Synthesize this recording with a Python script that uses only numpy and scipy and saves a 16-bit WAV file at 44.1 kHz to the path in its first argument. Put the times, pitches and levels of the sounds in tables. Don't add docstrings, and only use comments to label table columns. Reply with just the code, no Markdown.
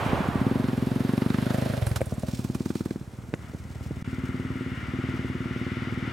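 import sys
import numpy as np
from scipy import signal
from scipy.fft import rfft, irfft, next_fast_len
from scipy.io import wavfile

SR = 44100
rng = np.random.default_rng(int(sys.argv[2]) if len(sys.argv) > 2 else 0)


def transcribe(signal):
    frames = np.atleast_2d(signal).T
    limited = np.clip(frames, -1, 1)
    pcm = np.round(limited * 32767).astype(np.int16)
    wavfile.write(sys.argv[1], SR, pcm)


N = 269892
TIME = np.arange(N) / SR

BIKE_PATH = dict(nearest_s=1.846, distance_m=1.93, speed_m_per_s=7.66)
# t/s, throttle opening (0-1)
THROTTLE = [(0, 0.87), (.36, 0.7), (.47, 0.98), (.75, 0.81), (1.25, 0.85), (1.77, 0.42), (1.815, 0),
            (2.07, 0.1), (2.12, 0.49), (2.35, 0.58), (2.45, 0.71), (2.66, 0.82), (2.92, 1), (3.06, 0.36),
            (3.6, 0.33), (4.02, 0.47), (4.08, 0.73), (4.67, 0.85), (4.73, 0.7), (4.86, 0.36), (4.93, 0.84),
            (6.1, 0.73)]
# f/Hz, bandwidth/Hz, level/dB
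SHELL_MODES = [(510, 55, -29), (570, 40, -3), (625, 26, 0), (700, 32, -15)]
# f/Hz, bandwidth/Hz, level/dB
SPROCKET_MODES = [(2420, 140, -1), (3450, 65, -5), (4070, 61, 0), (4620, 70, -4), (5340, 71, -0.5),
                  (5750, 30, -8), (7770, 110, -7.5), (8650, 100, -11)]
# f/Hz, level/dB
CRACK_SPECTRUM = [(30, -30), (400, -35), (750, 4), (1200, 8.5), (1600, 8.5), (2300, 0), (4200, -5),
                  (8000, -24), (16000, -39)]


def exhaust(fired, open_ms=1.783, shut_ms=5.65, shut_db=-11.5, sound_m_per_s=343):
    # t/s, level/dB
    full_throttle = [(.05, -12.5), (.2, -11.5), (.36, -7.5), (.62, -11.5), (1.25, -8.5), (1.55, -8.5),
                     (1.77, -10), (1.82, 2), (1.96, -2), (2.15, -12), (2.66, -14), (2.9, -17.5),
                     (3.08, -23), (3.2, -19), (3.55, -21), (3.68, -17.5), (3.85, -18), (3.99, -19),
                     (4.08, -17.5), (4.8, -19), (5.0, -17), (6.1, -17)]
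    shut = 1 - in_time(THROTTLE, fired)[0]
    facing = passing(**BIKE_PATH, at=fired)[2]
    chance = rng.standard_normal((len(fired), 2))
    level_db = in_time(full_throttle, fired)[0] + shut * (shut_db + 1.5 * chance[:, 0])
    width_ms = open_ms * (shut_ms / open_ms) ** shut * (1 + 0.042 * chance[:, 1])
    width_ms *= 1 + 0.024 * facing
    travel_s = passing(**BIKE_PATH)[0] / sound_m_per_s
    sent = fired - np.interp(fired, TIME, travel_s)
    pipe = pipe_and_silencer(puff_train(sent, level_db, width_ms))
    shell, clicks = wavefronts(sent, fired)
    pipe, shell = later(pipe + clicks, travel_s), later(shell, travel_s)
    scattered = surroundings(from_db(-23) * pipe + from_db(-10) * shell)
    return panned(pipe, 1.5) + panned(shell, 0) + scattered


def firing_times():
    # t/s, f/Hz
    firing_rate = [(0.0, 16.39), (0.26, 11.8), (0.5, 21.79), (0.57, 24.0), (0.76, 21.27), (1.2, 23.72),
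                   (1.75, 26.57), (1.8, 20.63), (1.88, 22.85), (1.96, 19.46), (2.16, 17.4), (2.31, 20.94),
                   (2.35, 16.66), (2.48, 19.56), (2.64, 17.85), (2.68, 24.55), (2.72, 18.78), (2.96, 20.3),
                   (3.06, 14.65), (3.17, 19.99), (3.41, 19.08), (3.65, 19.29), (3.9, 18.72), (4.25, 18.58),
                   (4.59, 19.06), (4.76, 17.54), (5.06, 20.31), (5.16, 18.72), (5.4, 19.02), (6.12, 19.7)]
    cycles = np.cumsum(in_time(firing_rate)[0]) / SR
    return np.interp(np.arange(1, int(cycles[-1]) + 1), cycles, TIME)


def pipe_and_silencer(puffs, echo_s=0.00816, drone_lag_s=0.00791):
    # t/s, echo share, drone/dB, boom/dB, honk/dB
    balance = [(.3, 0.036, 6.5, -9, -31), (.6, 0.63, 3, -36, -39), (1.3, 0.18, 1, -51, -30),
               (1.78, 0.51, 3, -17, -28), (2.15, 0.19, 4, -2, -20), (2.5, 0.19, 3.5, -7, 0),
               (2.9, 0.024, 0, -12, -2), (3.2, 0.18, 4, -1, 0), (4.15, 0.39, 15.5, 9, -11),
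               (6.1, 0.27, 12, 5, -4)]
    # f/Hz, bandwidth/Hz, level/dB
    pipe_modes = [(121.3, 12.4, -12), (224.3, 9.8, -17), (265, 19.2, -4.5), (351, 11, -12)]
    cavity_mode = [(81, 30, 1)]
    tailpipe_mode = [(329, 76, 3)]
    mouth_mode = [(216, 56, -1.5)]
    deep_bass_notch = [(49, 19, -4.5)]
    echo, drone_db, boom_db, honk_db = in_time(balance)
    drone = from_db(drone_db) * later(resonate(puffs, pipe_modes), drone_lag_s)
    boom = from_db(boom_db) * resonate(puffs, cavity_mode)
    honk = from_db(honk_db) * resonate(puffs, tailpipe_mode)
    echoes = echo * later(puffs + 0.86 * echo * later(puffs, echo_s), echo_s)
    pipe = puffs + resonate(puffs, mouth_mode) + echoes + drone + boom + honk
    return cut(pipe - resonate(pipe, deep_bass_notch), 72, "high")


def wavefronts(sent, fired, knock_lead_s=0.0011, click_lag_s=0.00032):
    # t/s, knock level/dB, click level/dB, click half-width/ms
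    fronts = [(.5, -25, -46, 0.67), (1.05, -21, -41, 0.68), (1.18, -29, -24, 0.47), (1.4, -18, -29, 0.35),
              (1.54, -8.5, -18.5, 0.68), (1.68, -9.5, -32, .9), (1.86, -14, -37, .5),
              (2.08, -21.5, -44, 0.42), (2.29, -17, -47, 0.61), (2.45, -33, -34, .5), (2.7, -38, -30, 0.42),
              (2.92, -38, -33, 0.36), (3.07, -47, -42, 0.41), (3.5, -57, -42, 0.6), (3.8, -50, -33.5, 0.73),
              (4.15, -36, -39, 0.45), (6.1, -41, -44, 0.51)]
    knock_db, click_db, click_ms = in_time(fronts, fired)
    uneven_db = rng.standard_normal((len(fired), 2))
    knocks = puff_train(sent - knock_lead_s, knock_db + uneven_db[:, 0], width_ms=np.ones(len(fired)))
    clicks = puff_train(sent + click_lag_s, click_db + uneven_db[:, 1], click_ms, lean=0.4)
    return resonate(knocks, SHELL_MODES), clicks


def afterfire_pops():
    # bark/dB, shell/dB, snap/dB
    ignitions = [(0.1322, -14, 1.5, -11, -9, -26), (2.0081, -27, 1.24, 17, 8, -7),
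                 (2.0158, -16.5, 0.76, 11.5, -11, -14.5), (2.1227, -34, 0.92, 0, 23, -30),
                 (2.234, -31, 0.51, 4, 19, -32), (3.3325, -25, 1.6, -10, -15, -27),
                 (3.3393, -14, 1.35, -8, -25, -12), (3.5377, -28.5, 1.8, 2, 5, -32),
                 (3.548, -22.5, 1.9, 0, -8, -36), (3.910, -19, 1.9, -1, -2, -33)]
    # f/Hz, bandwidth/Hz, level/dB
    chamber_mode = [(545, 86, 0)]
    # f/Hz, level/dB
    snap_spectrum = [(30, -33), (700, 0), (1300, 4), (2100, 5), (3200, -6.5), (5000, -17), (8000, -23),
                     (16000, -52)]
    times, level_db, width_ms, bark_db, shell_db, snap_db = np.transpose(ignitions)
    pulses = cut(puff_train(times, level_db, width_ms, lean=1.2), 70, "high")
    shell = resonate(puff_train(times, level_db + shell_db, width_ms), SHELL_MODES)
    barks = resonate(puff_train(times, level_db + bark_db, width_ms), chamber_mode)
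    pops = pulses + shell + barks
    snaps = noise(snap_spectrum) * bursts(times + 0.00026, level_db + snap_db, 0.00073, 0.0023)
    return panned(pops + snaps, 0) + from_db(-22) * surroundings(pops)


def exhaust_spits(rise_s=0.00057):
    # t/s, hiss level/dB, crack level/dB
    spits = [(1.177, -48, -30.5), (1.301, -47, -28.5), (1.341, -52, -29), (1.502, -42, -36),
             (1.543, -39, -33), (1.583, -45, -36), (1.659, -54, -42), (1.823, -55, -32), (1.868, -37, -33),
             (1.9142, -42, -32), (1.9597, -27, -27.5), (2.283, -41, -44), (2.39, -42, -59),
             (2.442, -40, -47), (2.548, -36.5, -42), (2.656, -39.5, -39), (2.704, -45, -40),
             (2.753, -41, -39), (2.806, -46, -37), (2.856, -42.5, -43), (2.906, -50, -34)]
    # f/Hz, level/dB
    hiss_spectrum = [(30, -33), (700, 9.5), (1300, 12), (2000, -1.5), (3800, -0.5), (5600, -1.5),
                     (7500, -2), (10000, -3.5), (13500, -6.5), (16000, -25)]
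    times, hiss_db, crack_db = np.transpose(spits)
    hiss = noise(hiss_spectrum) * bursts(times, hiss_db, rise_s, decay_s=0.011)
    ring = from_db(-3) * resonate(hiss, SPROCKET_MODES)
    cracks = noise(CRACK_SPECTRUM) * bursts(times + 0.0014, crack_db, rise_s, decay_s=0.0035)
    return panned(hiss + ring + cracks, -5)


def engine_noise(fired):
    # f/Hz, level/dB
    rasp_spectrum = [(30, -7), (700, 23), (1500, -11), (3800, -2), (5600, -2), (7500, -5.5), (10000, -2.5),
                     (13500, -5.5), (16000, -41)]
    uneven_db = 2.2 * rng.standard_normal((len(fired), 2))
    rasp_db = part_level(fired, db=-38, falloff=0.76, front_db=5, shut_db=-2.5) + uneven_db[:, 0]
    crack_db = part_level(fired, db=-35.5, falloff=0.99, front_db=8.5, shut_db=-13.5) + uneven_db[:, 1]
    rasp = noise(rasp_spectrum) * bursts(fired - 0.0087, rasp_db, rise_s=0.0018, decay_s=0.014)
    crack = noise(CRACK_SPECTRUM) * bursts(fired - 0.0005, crack_db, rise_s=0.0049, decay_s=0.012)
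    return rasp + crack


def chain(slaps_per_s=30, rattle_db=3):
    # t/s, level/dB
    chain_level = [(.5, -61), (1.1, -73), (1.35, -64), (1.62, -56), (1.85, -56.5), (2.275, -56.5),
                   (2.286, -47), (2.37, -48.5), (2.65, -53), (2.93, -54.5), (3.04, -65), (3.7, -59),
                   (6.1, -65.5)]
    # f/Hz, level/dB
    link_spectrum = [(30, -42), (1500, -8), (2200, -0.5), (3700, 0), (5700, 0), (7000, -1), (8500, -2),
                     (10500, -10), (16000, -10)]
    chance = rng.random((int(slaps_per_s * TIME[-1]), 2))
    slap_db = -2.5 + 4 * (2 * chance[:, 1] - 1)
    slaps = bursts(chance[:, 0] * TIME[-1], slap_db, rise_s=0.00057, decay_s=0.0058)
    clatter = from_db(rattle_db * flutter(per_s=200))
    links = (clatter + 2 * slaps) * noise(link_spectrum)
    return from_db(in_time(chain_level)[0]) * rms_one(links + resonate(links, SPROCKET_MODES))


def clinks(rise_s=0.00055):
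    # t/s, level/dB, frequency ratio
    jolts = [(1.866, -26.5, 0.99), (1.891, -35, 1.1), (2.012, -33, 0.93), (2.058, -34.5, 0.95),
             (2.14, -38.5, 0.85), (2.194, -37.5, 0.93), (3.346, -45, 0.7), (3.562, -50, 0.65)]
    # f/Hz, bandwidth/Hz, level/dB
    metal_modes = [(8050, 350, -12), (9200, 450, -0.5), (10000, 650, -3), (11100, 700, -9),
                   (13200, 1500, -14)]
    out = 0
    for s, level_db, ratio in jolts:
        chatter = bursts([s], [level_db], rise_s, decay_s=0.0058)
        jingle = bursts([s], [level_db - 15], rise_s, decay_s=0.064)
        modes = [(hz * ratio, width, db) for hz, width, db in metal_modes]
        out = out + resonate(rng.standard_normal(N) * (chatter + jingle), modes)
    return out


def bike_tyres():
    # f/Hz, level/dB
    tread_spectrum = [(30, -28), (60, -19), (120, 2.5), (400, 8), (800, -2), (1500, -2), (2500, -7),
                      (4200, -11), (6500, -20.5), (10500, -19), (13500, -22), (16000, -28)]
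    level_db = part_level(TIME, db=-41, falloff=0.65, front_db=7, shut_db=-1)
    return tyres(level_db, tread_spectrum, patchy_db=1.5)


def first_car(falloff=1.31, fade_db_per_s=2):
    # f/Hz, level/dB
    tread_spectrum = [(30, -4), (80, 11), (250, -1.5), (500, -1.5), (1000, -1.5), (1500, -7.5), (2200, -12),
                      (3200, -17.5), (5000, -30), (9000, -36.5), (16000, -43)]
    _, loss_db, facing = passing(nearest_s=0.081, distance_m=3.25, speed_m_per_s=11.6)
    level_db = -26 - falloff * loss_db - fade_db_per_s * TIME
    return panned(tyres(level_db, tread_spectrum, tilt_db=facing - 0.015 * loss_db), -1.5)


def second_car(tilt_db_per_s=0.5):
    # t/s, level/dB
    approach = [(2.0, -77), (3.1, -57), (3.37, -54), (3.44, -46), (3.57, -53), (4.02, -46.5),
                (4.045, -41.5), (4.65, -40), (4.85, -37.5), (5.05, -37.5), (5.15, -37), (5.3, -39.5),
                (5.6, -38), (5.83, -37), (5.98, -38.5), (6.1, -36.5)]
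    # f/Hz, level/dB
    tread_spectrum = [(30, -10), (100, 8.5), (300, 7.5), (450, -4.5), (850, -8.5), (1200, -2), (1400, 4.5),
                      (1570, -3.5), (1800, -2), (1970, 2), (2180, 0.5), (2400, -5.5), (2620, -10),
                      (2860, -4.5), (3200, -12.5), (3500, -11), (4000, -19.5), (5400, -22), (7000, -32),
                      (11000, -46)]
    tilt_db = 0.54 - tilt_db_per_s * (TIME[-1] - TIME)
    return panned(tyres(in_time(approach)[0], tread_spectrum, tilt_db), 4.5)


def tyres(level_db, spectrum, tilt_db=0.0, patchy_db=1.0):
    roar, out = noise(spectrum), 0
    for hz in (800, 1700, 2600, 5000):
        band = signal.sosfiltfilt(signal.butter(2, hz, fs=SR, output="sos"), roar)
        out = out + band * from_db(patchy_db * flutter(per_s=13))
        roar = (roar - band) * from_db(tilt_db)
    return from_db(level_db) * (out + roar)


def surroundings(x, t60_s=0.014, onset_s=0.00608):
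    t = TIME[:SR // 2]
    tail = cut(cut(rng.standard_normal((2, len(t))), 1800, "low"), 420, "high")
    tail *= from_db(-60 * t / t60_s) * (t > onset_s)
    tail /= np.sqrt(np.sum(tail ** 2) / 2)
    return signal.fftconvolve(x[None], tail, axes=1)[:, :N]


def open_air():
    # f/Hz, level/dB
    air_spectrum = [(25, 10), (45, 20), (70, 28), (200, 21), (500, 7.5), (1500, -1.5), (3000, -37),
                    (6000, -11.5), (8500, -12.5), (11000, -19), (16000, -25)]
    return from_db(-44) * noise(air_spectrum)


def passing(nearest_s, distance_m, speed_m_per_s, at=TIME):
    to_go_m = speed_m_per_s * (nearest_s - at)
    range_m = np.hypot(distance_m, to_go_m)
    return range_m, 20 * np.log10(range_m / distance_m), to_go_m / range_m


def part_level(at, db, falloff, front_db, shut_db):
    _, loss_db, facing = passing(**BIKE_PATH, at=at)
    shut = 1 - in_time(THROTTLE, at)[0]
    return db - falloff * loss_db + front_db * facing + shut_db * shut


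def puff_train(times, level_db, width_ms, lean=1.45):
    out = np.zeros(N)
    for s, db, half_width in zip(times, level_db, width_ms):
        near = slice(*np.searchsorted(TIME, [s - .04, s + .04]))
        u = (TIME[near] - s) * 1000 / max(half_width, .2)
        even, odd = 1 - 3 * u ** 2, 3 * u - u ** 3
        out[near] += from_db(db) * (np.cos(lean) * even + np.sin(lean) * odd) / (1 + u ** 2) ** 3
    return out


def bursts(times, peak_db, rise_s, decay_s):
    out = np.zeros(N)
    for s, db in zip(times, peak_db):
        near = slice(*np.searchsorted(TIME, [s - .02, s + 8 * decay_s]))
        t = TIME[near] - s
        out[near] += from_db(db) * np.exp(np.minimum(t / rise_s, -t / decay_s))
    return out


def resonate(x, modes):
    out = 0
    for hz, width, db in modes:
        r = np.exp(-np.pi * width / SR)
        feedback = [1, -2 * r * np.cos(2 * np.pi * hz / SR), r * r]
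        out = out + from_db(db) * (1 - r * r) / 2 * signal.lfilter([1, 0, -1], feedback, x + 1e-18)
    return out


def noise(spectrum):
    # f/Hz, correlation (0-1)
    coherence = [(30, 0.97), (300, 1), (650, 0.88), (1400, 0.63), (3000, 0.65), (5000, 0.85), (8000, 1),
                 (16000, 1)]
    size = next_fast_len(N)
    log_hz = np.log(np.maximum(np.arange(size // 2 + 1) * SR / size, 1))
    curves = np.transpose(spectrum), np.transpose(coherence)
    db, alike = [np.interp(log_hz, np.log(hz), values) for hz, values in curves]
    mid, side = rfft(rng.standard_normal((2, size)))
    both = np.sqrt(1 + alike) * mid + np.sqrt(1 - alike) * side * np.array([[1], [-1]])
    return rms_one(irfft(from_db(db) * both, size)[:, :N])


def flutter(per_s):
    knots = rng.standard_normal(int(per_s * TIME[-1]) + 2)
    return np.interp(TIME * per_s, np.arange(len(knots)), knots)


def panned(x, pan_db):
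    sides = from_db(np.array([pan_db, -pan_db]) / 2).reshape(2, -1)
    return x * sides / np.sqrt(np.mean(sides ** 2, axis=0))


def cut(x, hz, kind):
    return signal.sosfilt(signal.butter(2, hz, kind, fs=SR, output="sos"), x)


def later(x, seconds):
    return np.interp(TIME - seconds, TIME, x, left=0)


def in_time(rows, at=TIME):
    times, *columns = np.transpose(rows)
    return [np.interp(at, times, column) for column in columns]


def from_db(db):
    return 10 ** (np.asarray(db) / 20)


def rms_one(x):
    return x / np.sqrt(np.mean(x ** 2) + 1e-20)


def scene():
    fired = firing_times()
    rolling = bike_tyres()
    bike = exhaust(fired) + afterfire_pops() + exhaust_spits()
    noisy_parts = engine_noise(fired) + chain() + clinks() + rolling
    nearness = from_db(-passing(**BIKE_PATH)[1])
    bike += panned(noisy_parts, -3.5 * nearness)
    return bike + second_car() + first_car() + open_air()


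def record(dry, dip_start_s=4.0275, dip_end_s=4.044, fade_s=0.002, top_hz=15800):
    left, right = cut(cut(dry, 38, "high"), 38, "high")
    left = from_db(-0.88) * signal.lfilter(*signal.butter(1, 62, "high", fs=SR), left)
    outside_dip_s = np.maximum(dip_start_s - TIME, TIME - dip_end_s)
    gain = np.clip(outside_dip_s / fade_s + .5, from_db(-24), 1)
    steep_low_pass = signal.ellip(10, .1, 90, top_hz, fs=SR, output="sos")
    return signal.sosfilt(steep_low_pass, np.array([left, right]) * gain)


dry = scene()
out = record(dry)
transcribe(out)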